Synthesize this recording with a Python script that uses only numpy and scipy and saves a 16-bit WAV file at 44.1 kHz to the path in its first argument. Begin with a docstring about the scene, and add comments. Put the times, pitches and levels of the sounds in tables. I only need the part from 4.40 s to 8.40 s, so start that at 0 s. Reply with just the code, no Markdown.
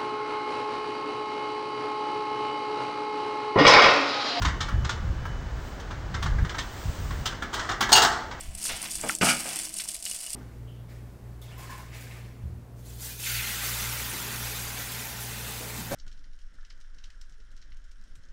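"""Clicks and knocks come from a folding metal storm shutter, worked by hand on a seaside balcony.
Its slats and lock pins chatter, each knock with a short hollow note. Then the panel gives with
a loud clatter that sets the slats ringing, and the panels and walls ring on after the hits.
Wind rumbles and buffets on the microphone; surf, a soft hiss and a faint whistle lie behind."""
import sys
import numpy as np
from scipy import signal
from scipy.fft import rfft, irfft
from scipy.io import wavfile
from scipy.ndimage import uniform_filter1d

SR = 44100
rng = np.random.default_rng(int(sys.argv[2]) if len(sys.argv) > 2 else 0)


def output_pcm(signal):
    """Save a mono or channel-first signal as 16-bit PCM at the path in sys.argv[1].

    Samples are clipped to [-1, 1] before scaling.
    """
    pcm = np.clip(np.atleast_2d(signal).T, -1, 1) * 32767
    wavfile.write(sys.argv[1], SR, np.round(pcm).astype(np.int16))


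N = 176400
TIME = np.arange(N) / SR

# Light knocks of slats and pins. Each row: start in seconds, midrange level in dB,
# treble and very high treble in dB compared with that level, pitch of the hollow note in Hz.
LIGHT_KNOCKS = [(0.017,-30.5,-5,-24,1423), (0.047,-24.5,-7,-39,1010), (0.08,-34.5,-5.5,-37,1086),
                (0.204,-29,-2,-33,1290), (0.283,-33,-13,-31.5,1386), (0.445,-35,-3,-58,1204),
                (0.491,-29,-3,-34.5,1428), (0.851,-38,-13.5,-26,1316), (1.396,-55,6,-13,1317),
                (1.506,-36,-12.5,-39,1000), (1.74,-33,-7,-43,1552), (1.823,-33,-4.5,-23,1135),
                (1.857,-32.5,-9.5,-34,1110), (1.983,-36,-17,-42,1616), (2.046,-37.5,-9.5,-37,1235),
                (2.091,-35,-5,-38,1654), (2.142,-35,-11,-40,1310), (2.182,-32.5,0.5,-27,1786),
                (2.705,-36.5,-12,-33,1087), (2.855,-30.5,2.5,-19.5,1309), (2.921,-39,-14,-40,1365),
                (3.02,-29,-12,-31,1386), (3.137,-35,2,-17,1584), (3.191,-32.5,-4,-36,1347),
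                (3.289,-32.5,-3,-30,1305), (3.31,-36,0,-33,790), (3.406,-23,-4.5,-18,1140),
                (3.423,-26,-6,-40,1578), (3.91,-36,-9.5,-48.5,957)]
KNOCK_RISE_S = 0.0049


def shutter():
    """Loose metal knocks lightly, then heavy blows and scrapes shake the whole panel."""
    # Each row: start in seconds, midrange level in dB, treble and very high treble in dB
    # compared with that level, seconds to fade to about a third.
    heavy_blows = [(3.128,-35,-4.5,-28,0.13), (3.289,-28.5,-25,-30,0.031), (3.49,-29.5,-6,-22,0.042),
                   (3.518,-25,7.5,-9,0.031), (3.528,-17,7,-7.5,0.0063), (3.556,-20.5,3,-9,0.026),
                   (3.572,-17.5,1.5,-38,0.018), (3.618,-18.5,0,-16,0.026), (3.646,-20,-1.5,-44,0.014),
                   (3.716,-34.5,-3.5,-37,0.058)]
    # The tone of a knock and of a blow. Each row: frequency in Hz, level in dB.
    knock_colour = [(150, -4), (350, -5), (620, -13), (930, 1), (1400, 0), (1850, -2), (2450, -8),
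                    (3300, 2), (4600, -5.5), (6300, -6.5), (9000, -21), (12500, -33), (15500, -18.5)]
    blow_colour = [(150, -11), (300, -5), (420, -2.5), (540, -10.5), (680, -1.5), (1000, 1), (1550, 1),
                   (2000, -5), (2450, -12), (3300, -0.5), (6800, -7.5), (9000, -12.5), (12800, -13),
                   (15500, -6)]
    knocks = contacts(LIGHT_KNOCKS, knock_colour, rise_s=KNOCK_RISE_S, fade_s=0.017, mid_db=-3.5)
    blows = contacts(heavy_blows, blow_colour, rise_s=0.0029, fade_s=[row[-1] for row in heavy_blows])
    hits = from_db(3.5) * knocks + blows
    return hits + after_ring(hits) + hollow_notes() + ringing_slats()


def contacts(rows, colour, rise_s, fade_s, mid_db=0, size=8192):
    """Each contact is a brief, uneven chatter of loose metal, coloured by the place it strikes."""
    out = np.zeros(N)
    t, hz = np.arange(size) / SR, np.fft.rfftfreq(size, 1 / SR)
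    tone = from_db(at_hz(colour, hz))
    bands_hz = [(800, 2200), (2800, 8000), (10000, 16000)]   # midrange, treble, very high treble
    tone_db = np.array([10 * np.log10(np.mean(tone ** 2 * (hz > lo) * (hz < hi))) for lo, hi in bands_hz])
    for (start, db, treble_db, top_db, _), fade in zip(rows, np.broadcast_to(fade_s, len(rows))):
        band_gains_db = np.array([mid_db, treble_db, top_db]) - tone_db
        balance_db = np.interp(hz, np.ravel(bands_hz), np.repeat(band_gains_db, 2))
        white = rng.standard_normal(size)
        flicker_db = 1.5 * np.clip(rng.standard_normal(size // 32), -2, 2)
        chatter = rms_one(white * from_db(np.repeat(flicker_db, 32)))
        envelope = np.minimum(t / rise_s, 1) * np.exp(-np.maximum(t - rise_s, 0) / fade)
        gain = tone * from_db(db + balance_db + struck_point(hz))
        add(out, start, causal_filter(chatter * envelope, gain))
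    return out


def struck_point(hz):
    """Each place on the panel favours its own frequencies: random peaks and dips, in dB."""
    grid_hz = np.arange(0, SR / 2, 90)
    ripple_db = 2.2 * np.interp(hz, grid_hz, np.clip(rng.standard_normal(len(grid_hz)), -2, 2))
    average_power = uniform_filter1d(from_db(ripple_db) ** 2, size=250)
    return ripple_db - 10 * np.log10(average_power)


def ringing_slats():
    """A hard blow rings the slats' natural notes, most strongly those near its own pitch."""
    # The natural notes. Each row: pitch in Hz, level in dB, seconds to fade by 60 dB.
    slat_notes = [(403,4,.6), (705,-5,.75), (742,-3.5,.85), (828,-4,.8), (879,3,.85), (974,-6,.7),
                  (1287,-2,.8), (2705,-10,.29), (2781,-6,.27), (2851,-1,.29), (3258,-8,.3), (4309,0,.14),
                  (4430,-4,.17), (4701,-7,.3), (4855,-9,.25), (6589,2,.17), (8646,3,.13)]
    # The hardest blows. 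Each row: start in seconds, level in dB, pitch in Hz.
    clangs = [(3.521, -22, 744), (3.528, -12, 5220), (3.555, -15.5, 2700)]
    out = np.zeros(N)
    for start, db, blow_hz in clangs:
        for hz, note_db, ring_s in slat_notes:
            octaves_away = np.log2(hz / blow_hz)
            add(out, start, from_db(db + note_db - 14.5 * octaves_away ** 2) * ring(hz, ring_s))
    return out


def hollow_notes():
    """The hollow slat answers each knock with a short note and one higher, softer overtone."""
    out = np.zeros(N)
    swell = np.minimum(TIME[:SR] / KNOCK_RISE_S, 1)
    for start, db, _, _, hz in LIGHT_KNOCKS:
        note = ring(hz, ring_s=0.096)
        overtone = from_db(-4.5) * ring(hz * 1.23, ring_s=0.096)
        add(out, start, from_db(db + 4) * swell * (note + overtone))
    return out


def after_ring(hits):
    """The joined panels and the walls ring on after each hit, dying faster in the treble."""
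    # The lingering sound. Each row: frequency in Hz, level in dB, seconds to fade by 60 dB.
    tail_bands = [(199, -0.5, 0.6), (880, -4, 0.71), (1700, 2, 0.47), (3300, -9.5, 0.52),
                  (6500, -6.5, 0.35), (15000, -14, 0.46)]
    t, hz = TIME[:SR], np.fft.rfftfreq(SR, 1 / SR)
    white = rfft(rng.standard_normal(SR))
    swell = 1 - np.exp(-t / 0.0017)
    edges_hz = np.geomspace(100, 18000, 16)
    tail = np.zeros(SR)
    for lo, hi in zip(edges_hz, edges_hz[1:]):
        centre = np.sqrt(lo * hi)
        band = irfft(white * (hz >= lo) * (hz < hi), SR)
        envelope = swell * np.exp(-np.log(1000) * t / at_hz(tail_bands, centre, column=2))
        tail += band * envelope / np.linalg.norm(envelope) * from_db(at_hz(tail_bands, centre))
    return signal.fftconvolve(hits, tail)[:N]


def wind():
    """A breeze rumbles on the microphone's opening; buffets rise suddenly out of it."""
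    # The breeze. Each row: time in seconds, level in dB.
    breeze = [(0, -33), (1.0, -31), (1.45, -39), (1.75, -29.5), (2.35, -41.5), (2.7, -35.5), (3.1, -43.5),
              (4, -44)]
    # The buffets. Each row: start in seconds, length in seconds, level in dB.
    gusts = [(0, 0.09, -23), (0.32, 0.15, -24.5), (0.627, 0.11, -28), (1.84, 0.23, -27),
             (2.022, 0.026, -19), (2.453, 0.051, -23.5), (2.598, 0.23, -32)]
    # The deep tone of both. Each row: frequency in Hz, level in dB.
    rumble = [(14, -15.5), (45, 1.5), (115, -6), (170, -15.5), (900, -72)]
    push, edge_s = np.zeros(N), 0.0061
    for start, length, db in gusts:
        inside_s = np.minimum(TIME - start, start + length - TIME)
        push += from_db(db) * np.clip(inside_s / edge_s + 0.5, 0, 1)
    return level(breeze) * noise(rumble) + push * noise(rumble)


def surf():
    """Distant surf makes an even wash of noise."""
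    # Its tone. Each row: frequency in Hz, level in dB.
    surf_colour = [(230, 1.5), (1700, -5.5), (2400, -14.5), (6800, -22), (8500, -35), (11000, -51),
                   (15500, -45)]
    return from_db(-42.5) * noise(surf_colour)


def hiss():
    """A soft, sliding hiss swells and sinks."""
    # Its loudness. Each row: time in seconds, level in dB.
    hiss_levels = [(1.1, -63), (1.27, -52), (1.45, -63), (2.0, -59.5), (2.42, -45), (2.8, -48), (3.0, -60)]
    # Its tone. Each row: frequency in Hz, level in dB.
    hiss_colour = [(1200, 4.5), (3000, 3), (8000, 1), (10500, -15.5), (12900, -14), (15000, 0)]
    return level(hiss_levels) * noise(hiss_colour)


def whistle(pitch_hz=2988):
    """A thin, faint whistle holds one pitch and swells twice near the start."""
    # Its loudness. Each row: time in seconds, level in dB.
    whistle_levels = [(0.1, -59), (.43, -53.5), (.7, -63), (.89, -52.5), (1.2, -65)]
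    return level(whistle_levels) * np.sin(2 * np.pi * pitch_hz * TIME)


def from_db(db):
    """Turn decibels into a number to multiply by."""
    return 10 ** (np.asarray(db) / 20)


def rms_one(x):
    """Scale a sound to an average power of 1."""
    return x / np.sqrt(np.mean(x ** 2) + 1e-20)


def level(rows):
    """Join (seconds, dB) points into a volume curve."""
    return from_db(np.interp(TIME, *np.transpose(rows)))


def at_hz(rows, hz, column=1):
    """Read a table between its rows, with frequency spaced in octaves."""
    table = np.array(rows)
    return np.interp(np.log(np.maximum(hz, 1)), np.log(table[:, 0]), table[:, column])


def noise(colour):
    """Noise of power 1, its tone shaped by (Hz, dB) points."""
    gain = from_db(at_hz(colour, np.fft.rfftfreq(N, 1 / SR)))
    return rms_one(irfft(rfft(rng.standard_normal(N)) * gain, N))


def causal_filter(x, gain):
    """Shape the tone so that nothing sounds before its cause (a minimum-phase filter)."""
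    cepstrum = irfft(np.log(gain + 1e-9))
    half = len(cepstrum) // 2
    cepstrum[1:half] *= 2
    cepstrum[half + 1:] = 0
    return irfft(rfft(x) * np.exp(rfft(cepstrum)))


def ring(hz, ring_s):
    """One second of a struck note: a sine wave that fades by 60 dB in ring_s seconds."""
    t = TIME[:SR]
    return np.sin(2 * np.pi * hz * t) * np.exp(-np.log(1000) * t / ring_s)


def add(track, start_s, sound):
    """Mix a sound into a track at a given time."""
    start = int(np.clip(start_s * SR, 0, N - 1))
    track[start:start + len(sound)] += sound[:N - start]


def scene():
    """Shutter, wind and seaside air meet at one microphone."""
    return (shutter() + wind() + surf() + hiss() + whistle())[None]


def record(dry):
    """Round off the tallest peaks, then cut the highest treble."""
    ceiling, cutoff_hz = 1.02, 16500
    rounded = dry / (1 + (dry / ceiling) ** 6) ** (1 / 6)
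    treble_cut = signal.cheby2(16, 60, cutoff_hz, fs=SR, output="sos")
    return signal.sosfiltfilt(treble_cut, rounded, padlen=2000)


dry = scene()
out = record(dry)
output_pcm(out)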